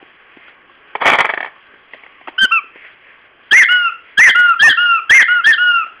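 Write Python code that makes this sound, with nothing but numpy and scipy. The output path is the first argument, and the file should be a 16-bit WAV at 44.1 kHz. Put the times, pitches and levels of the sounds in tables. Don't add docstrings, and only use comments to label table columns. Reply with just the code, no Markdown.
import sys
import numpy as np
from scipy import signal
from scipy.io import wavfile
from scipy.ndimage import uniform_filter1d

SR = 44100
rng = np.random.default_rng(int(sys.argv[2]) if len(sys.argv) > 2 else 0)


def transcribe(u):
    v = np.clip(np.atleast_2d(u).T, -1, 1)
    q = np.round(v * 32767).astype(np.int16)
    wavfile.write(sys.argv[1], SR, q)


def how_loud(loudness_db):
    steps = np.asarray(loudness_db, float) / 20
    return 10 ** steps


N = 264600
T = np.arange(N) / SR

# freq_hz, level_db (per Hz)
HISS_COLOUR = [(40, -13), (200, -10.5), (380, 0.5), (700, -2.5), (1150, -6), (1800, 9), (2500, 1.5),
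               (3600, -1)]
# freq_hz, width_hz, level_db
ROOM_HUMS = [(360, 200, -17), (1120, 73, -11), (1630, 140, -14.5)]
# centre_s, half_width_s, level_db
FUR_STROKES = [
    (.1, 0.094, -54),
    (.46, 0.07, -43.5),
    (2.06, 0.14, -48),
    (2.82, 0.066, -37.5),
    (3.09, 0.073, -44.5),
    (4.12, 0.094, -48),
]
# start_s, peak_db, ring_hz
PAW_PATS = [(0.026, -28.5, 342), (0.102, -36, 1730), (0.2, -35, 1680), (0.369, -27, 290), (0.4, -32, 1840),
            (0.481, -28, 1460), (0.695, -32.5, 1120), (1.561, -34, 1130), (1.737, -35, 380),
            (1.934, -17, 1920), (1.944, -30.5, 590), (2.035, -23, 2220), (2.063, -25, 2010),
            (2.211, -29.5, 720), (2.273, -15.5, 1270), (2.281, -12, 880), (2.64, -34, 420),
            (2.757, -26.5, 420), (2.845, -27, 1950), (5.864, -24.5, 1395)]
# freq_hz, width_hz, level_db
HOLLOW_BODY = [(717, 122, -1), (1270, 130, 5), (1800, 57, 0.5), (2252, 49, 6.5), (2620, 11, -13),
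               (2930, 140, -6), (3480, 38, 2.5)]
# start_s, peak_db, ring_hz
KNOCKS = [(0.951, -5, 990), (0.954, -7.5, 840), (1.019, -2.5, 930), (1.023, -5, 1150), (1.033, -7, 1190),
          (1.059, -5.5, 600), (1.075, 9.5, 2005), (1.117, 2.5, 2345), (1.14, -10, 2090), (1.185, 5.5, 1875),
          (1.203, 11, 2048), (1.246, -5, 1910), (1.254, -8.5, 2360), (1.264, -13, 2020), (1.29, -5.5, 1760),
          (1.298, -2.5, 1960), (1.322, -27, 1900)]
# start_s, attack_s, hold_s, level_db
DRAG_STROKES = [
    (0.999, 0.018, 0.038, -12.5),
    (1.052, .007, 0.092, -4),
    (1.182, .004, .025, -11),
    (1.241, .004, 0.01, -16),
    (1.289, 0.003, 0.0071, -15.5),
    (1.343, 0.035, 0.084, -43),
]
# time_s, pitch_hz, level_db, octave_db (re the tone)
BITE = [
    (2.378, 1399, -22.5, -7.5),
    (2.387, 1535, -16, -2.5),
    (2.4, 1560, -24, 4),
    (2.418, 1563, -10.5, -4.5),
    (2.44, 1561, -9.5, -4.5),
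    (2.453, 1490, -9.5, -8.5),
    (2.463, 1410, -34, -2),
]
# time_s, pitch_hz, level_db, octave_db
BITE_REFILL = [
    (2.508, 1158, -24, -42),
    (2.52, 1376, -10.5, -11),
    (2.55, 1345, -13.5, -14),
    (2.576, 1304, -17.5, -13),
    (2.594, 1142, -23, -24),
    (2.603, 1100, -34, -63),
]
# start_s, rise_s, hold_s, fall_s, top_pitch_hz
SQUEEZES = [
    (3.508, 0.067, 0.018, 0.054, 2155),
    (4.171, 0.064, 0.0064, 0.073, 2095),
    (4.591, .056, .014, 0.072, 1844),
    (5.092, .052, .031, .059, 2129),
    (5.437, 0.042, 0.026, .048, 1824),
]
# start_s, length_s, top_pitch_hz, level_db, octave_db
REFILLS = [
    (3.684, 0.22, 1477, -8, -15),
    (4.346, .201, 1462, -6, -22.5),
    (4.77, .231, 1444, -6.5, -13.5),
    (5.279, .138, 1472, -5, -19.5),
    (5.576, 0.27, 1464, -8.5, -19),
]
# time_s, gain_db
HAND_AIM = [(3.53, -1), (3.6, -1), (3.73, 1), (3.81, -2), (3.87, 1.5), (4.2, 1.5), (4.37, 1), (4.43, 0),
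            (4.52, 4), (4.6, -1.5), (4.66, 1.5), (4.8, -1), (4.97, -0.5), (5.1, 2), (5.35, -2.5), (5.4, -1),
            (5.5, -4), (5.69, 1.5)]


def level(x, db):
    return x * how_loud(db) / np.sqrt(np.mean(x ** 2))


def band(x, hz, width_hz):
    return signal.lfilter(*signal.iirpeak(hz, hz / width_hz, SR), x)


def walk(rate):
    k = int(SR / rate)
    steps = np.repeat(rng.standard_normal(N // k + 1), k)
    return uniform_filter1d(uniform_filter1d(steps, k), k)[:N]


def room_hiss(crackle):
    hiss = 0
    hz, db = np.transpose(HISS_COLOUR)
    for centre in 40 * 2 ** np.arange(0, 6.7, 1 / 3):
        tilt_db = np.interp(np.log(centre), np.log(hz), db)
        noise = band(crackle * rng.standard_normal(N), centre, centre / 5)
        hiss = hiss + how_loud(tilt_db + 4.3 * walk(13)) * noise
    hiss = level(hiss, 0)
    for centre, width, hum_db in ROOM_HUMS:
        swell = how_loud(4.0 * walk(6))
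        hiss = hiss + swell * level(band(rng.standard_normal(N), centre, width), hum_db)
    return level(hiss, -44.5)


def fur_rustle(crackle):
    fur_hz, width_hz = 2030, 1000
    fur = band(crackle * rng.standard_normal(N), fur_hz, width_hz)
    fur = band(fur, fur_hz, width_hz)
    strokes = sum(how_loud(db) * np.exp(-((T - s) / width) ** 2) for s, width, db in FUR_STROKES)
    return level(fur, 0) * strokes * how_loud(2.9 * walk(30))


def background():
    crackle = 1 + 1.7 * (rng.random(N) < 150 / SR) * rng.exponential(size=N)
    return room_hiss(crackle) + fur_rustle(crackle)


def body(x, damping):
    return sum((-1) ** k * how_loud(db) * band(x, hz, damping * width)
               for k, (hz, width, db) in enumerate(HOLLOW_BODY))


def hits(table, ring_s, crack_s, thud_hz, hollow):
    out, t = np.zeros(N + 4096), np.arange(4096) / SR
    for s, db, hz in table:
        thud_db = -5 - 18.5 * max(hz / 1e3 - 1, 0)
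        burst = rng.standard_normal(len(t)) * np.exp(-t / crack_s)
        crack = band(burst, 1500, 3600) + hollow * body(burst, 2.3)
        ring = np.sin(2 * np.pi * hz * t) * t / ring_s * np.exp(-t / ring_s)
        thud = how_loud(thud_db) * np.sin(2 * np.pi * thud_hz * t) * t / 0.0055 * np.exp(-t / 0.0031)
        blow = crack + 1.85 * ring + 1.6 * thud
        out[int(s * SR):int(s * SR) + len(t)] += how_loud(db) * blow / np.abs(blow).max()
    return out[:N]


def drag():
    release_db_per_s = 599
    clicks = (rng.random(N) < 2500 / SR) * rng.standard_normal(N) * how_loud(2.12 * rng.exponential(size=N))
    rub = level(body(clicks, 2.7), 0) + level(band(clicks, 1700, 4800), -5.0)
    push = 0
    for s, attack, hold, db in DRAG_STROKES:
        fall_db = release_db_per_s * np.maximum(T - s - attack - hold, 0)
        push = push + np.clip((T - s) / attack, 0, 1) * how_loud(db - fall_db)
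    return rub * push * how_loud(-3.5 + 4.2 * walk(90))


def bounces(count):
    first_gap_s, gap_shrink = .038, .78
    k = np.arange(count)
    s = 1.336 + first_gap_s * (1 - gap_shrink ** k) / (1 - gap_shrink)
    db = -3 - 1.3 * k - .2 * k ** 2
    return list(zip(s, db, 1790 + 0 * k))


def whistle(notes, push_db, breath_db, rise_s, octave_follows):
    out, wobble, jet = np.zeros(N), walk(150), walk(900)
    tone_flutter_db, octave_flutter_db = .8 * walk(45), 3.36 * walk(70)
    for note in notes:
        s, *columns = np.transpose(note)
        span = slice(int(s[0] * SR), int(s[-1] * SR))
        hz, db, octave_db = (np.interp(T[span], s, c) for c in columns)
        db = db + tone_flutter_db[span]
        octave_db = octave_db + octave_flutter_db[span]
        if octave_follows:
            octave_db = octave_db + db
        hz = uniform_filter1d(hz, int(.012 * SR), mode="nearest")
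        phase = 2 * np.pi * np.cumsum(hz * (1 + 0.0024 * wobble[span])) / SR
        edge = np.clip(np.minimum((T[span] - s[0]) / rise_s, (s[-1] - T[span]) / 0.0023), 0, 1)
        tone = how_loud(db) * np.sin(phase) + how_loud(octave_db) * np.sin(2 * phase + 1.41)
        breath = 1 + how_loud(breath_db) * jet[span]
        out[span] = np.sqrt(2) * how_loud(push_db) * edge * breath * tone
    return out


def refill(start, length, top_hz, db, octave_db):
    t = np.arange(0, length, 1 / 500)
    eased = (t / length) ** 2.2
    gasp = np.exp((t - length) / .009)
    scoop_hz, sag_hz = 115.1 * np.exp(-t / .016), 720 * length * eased
    hz = top_hz - scoop_hz - sag_hz - 170 * gasp
    swell_db = 3.5 * np.exp(-t / 0.041)
    tone_db = db - swell_db - 41.5 * length * eased - 19 * gasp
    return np.transpose([start + t, hz, tone_db, octave_db - 6 * eased - 19 * gasp])


def squeeze(start, rise, hold, fall, top_hz):
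    speaks_hz, dies_hz, overblow_hz = 1552, 1481, 1701
    times = start + np.cumsum([0, rise, hold, fall])
    s = np.arange(start, times[-1], 1 / 500)
    hz = np.interp(s, times, [speaks_hz, top_hz, top_hz, dies_hz])
    overblown = 1 / (1 + np.exp((overblow_hz - hz) / 20))
    db = -18.5 + 10.5 * (hz - speaks_hz) / 1e3 + 9 * overblown
    db = db - 6 * np.clip((s - times[2]) / fall, 0, 1) ** 2
    return np.transpose([s, hz, db, -0.5 - 12.5 * overblown])


def bitten_squeak():
    bite = whistle([BITE], 3.3, -18.5, 0.0047, octave_follows=True)
    return bite + whistle([BITE_REFILL], -1.0, -17.5, 0.0027, octave_follows=False)


def hand_squeaks():
    out = whistle([squeeze(*row) for row in SQUEEZES], 8.34, -13, 0.0094, octave_follows=True)
    out = out + whistle([refill(*row) for row in REFILLS], -1.3, -21.5, 0.0072, octave_follows=False)
    return out * how_loud(np.interp(T, *np.transpose(HAND_AIM)))


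def room(x, wet_db):
    t60_s = 0.42
    t = np.arange(int(.8 * SR)) / SR
    tail = rng.standard_normal(len(t)) * how_loud(-60 * t / t60_s) * np.clip((t - .003) / 0.0031, 0, 1)
    return x + how_loud(wet_db) * signal.fftconvolve(x, tail / np.sqrt(np.sum(tail ** 2)))[:N]


def scene():
    pops = [(s + length - .004, -29.5, 1340) for s, length, *_ in REFILLS]
    floor = hits([*KNOCKS, *bounces(count=9)], .0015, 0.005, 450, 1.48)
    floor = floor + hits([*PAW_PATS, *pops], 0.0016, 0.0083, 330, 0.53) + drag()
    mix = background() + room(floor, wet_db=-14.5)
    mix = mix + room(bitten_squeak(), wet_db=-17.5) + room(hand_squeaks(), wet_db=-11)
    return mix[None]


def sieve(x, order, hz, kind, rate):
    return signal.sosfilt(signal.butter(order, hz, kind, fs=rate, output="sos"), x)


def slow_phone(x, slow_sr):
    x = signal.sosfilt(signal.ellip(8, .5, 50, 3380, fs=SR, output="sos"), x)
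    slow = np.clip(signal.resample_poly(x, 80, 441), -.7, .7)
    slow = sieve(slow, 2, 160, "high", slow_sr)
    grit = np.diff(rng.standard_normal(len(slow) + 1))
    slow = slow + how_loud(-35) * uniform_filter1d(np.abs(slow), 24) * grit
    treble = sieve(slow, 5, [3200, 3480], "band", slow_sr)
    edge = sieve(rng.standard_normal(len(slow)), 8, 3400, "high", slow_sr)
    slow = slow + how_loud(2.5) * uniform_filter1d(np.abs(treble), 40) * edge
    rumble = sieve(rng.standard_normal(len(slow)), 1, 200, "low", slow_sr)
    return slow + level(rumble, -66)


def low_pass(x):
    return signal.sosfilt(signal.butter(12, 15810, fs=SR, output="sos"), x)


def record(dry):
    slow_sr = 8000
    x = signal.resample(slow_phone(dry[0], slow_sr), N)
    x = x * (1 + 2 * np.cos(2 * np.pi * slow_sr * T))
    x = sieve(x, 8, 3300, "low", SR)
    x = sieve(x, 14, 5050, "low", SR)
    x = np.clip(x * how_loud(-0.2466), -.71, .71)
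    x = sieve(x, 2, 13000, "low", SR)
    x = x + how_loud(-95.5) * np.sin(2 * np.pi * 11025 * T)
    return low_pass(x[None])


dry = scene()
out = record(dry)
transcribe(out)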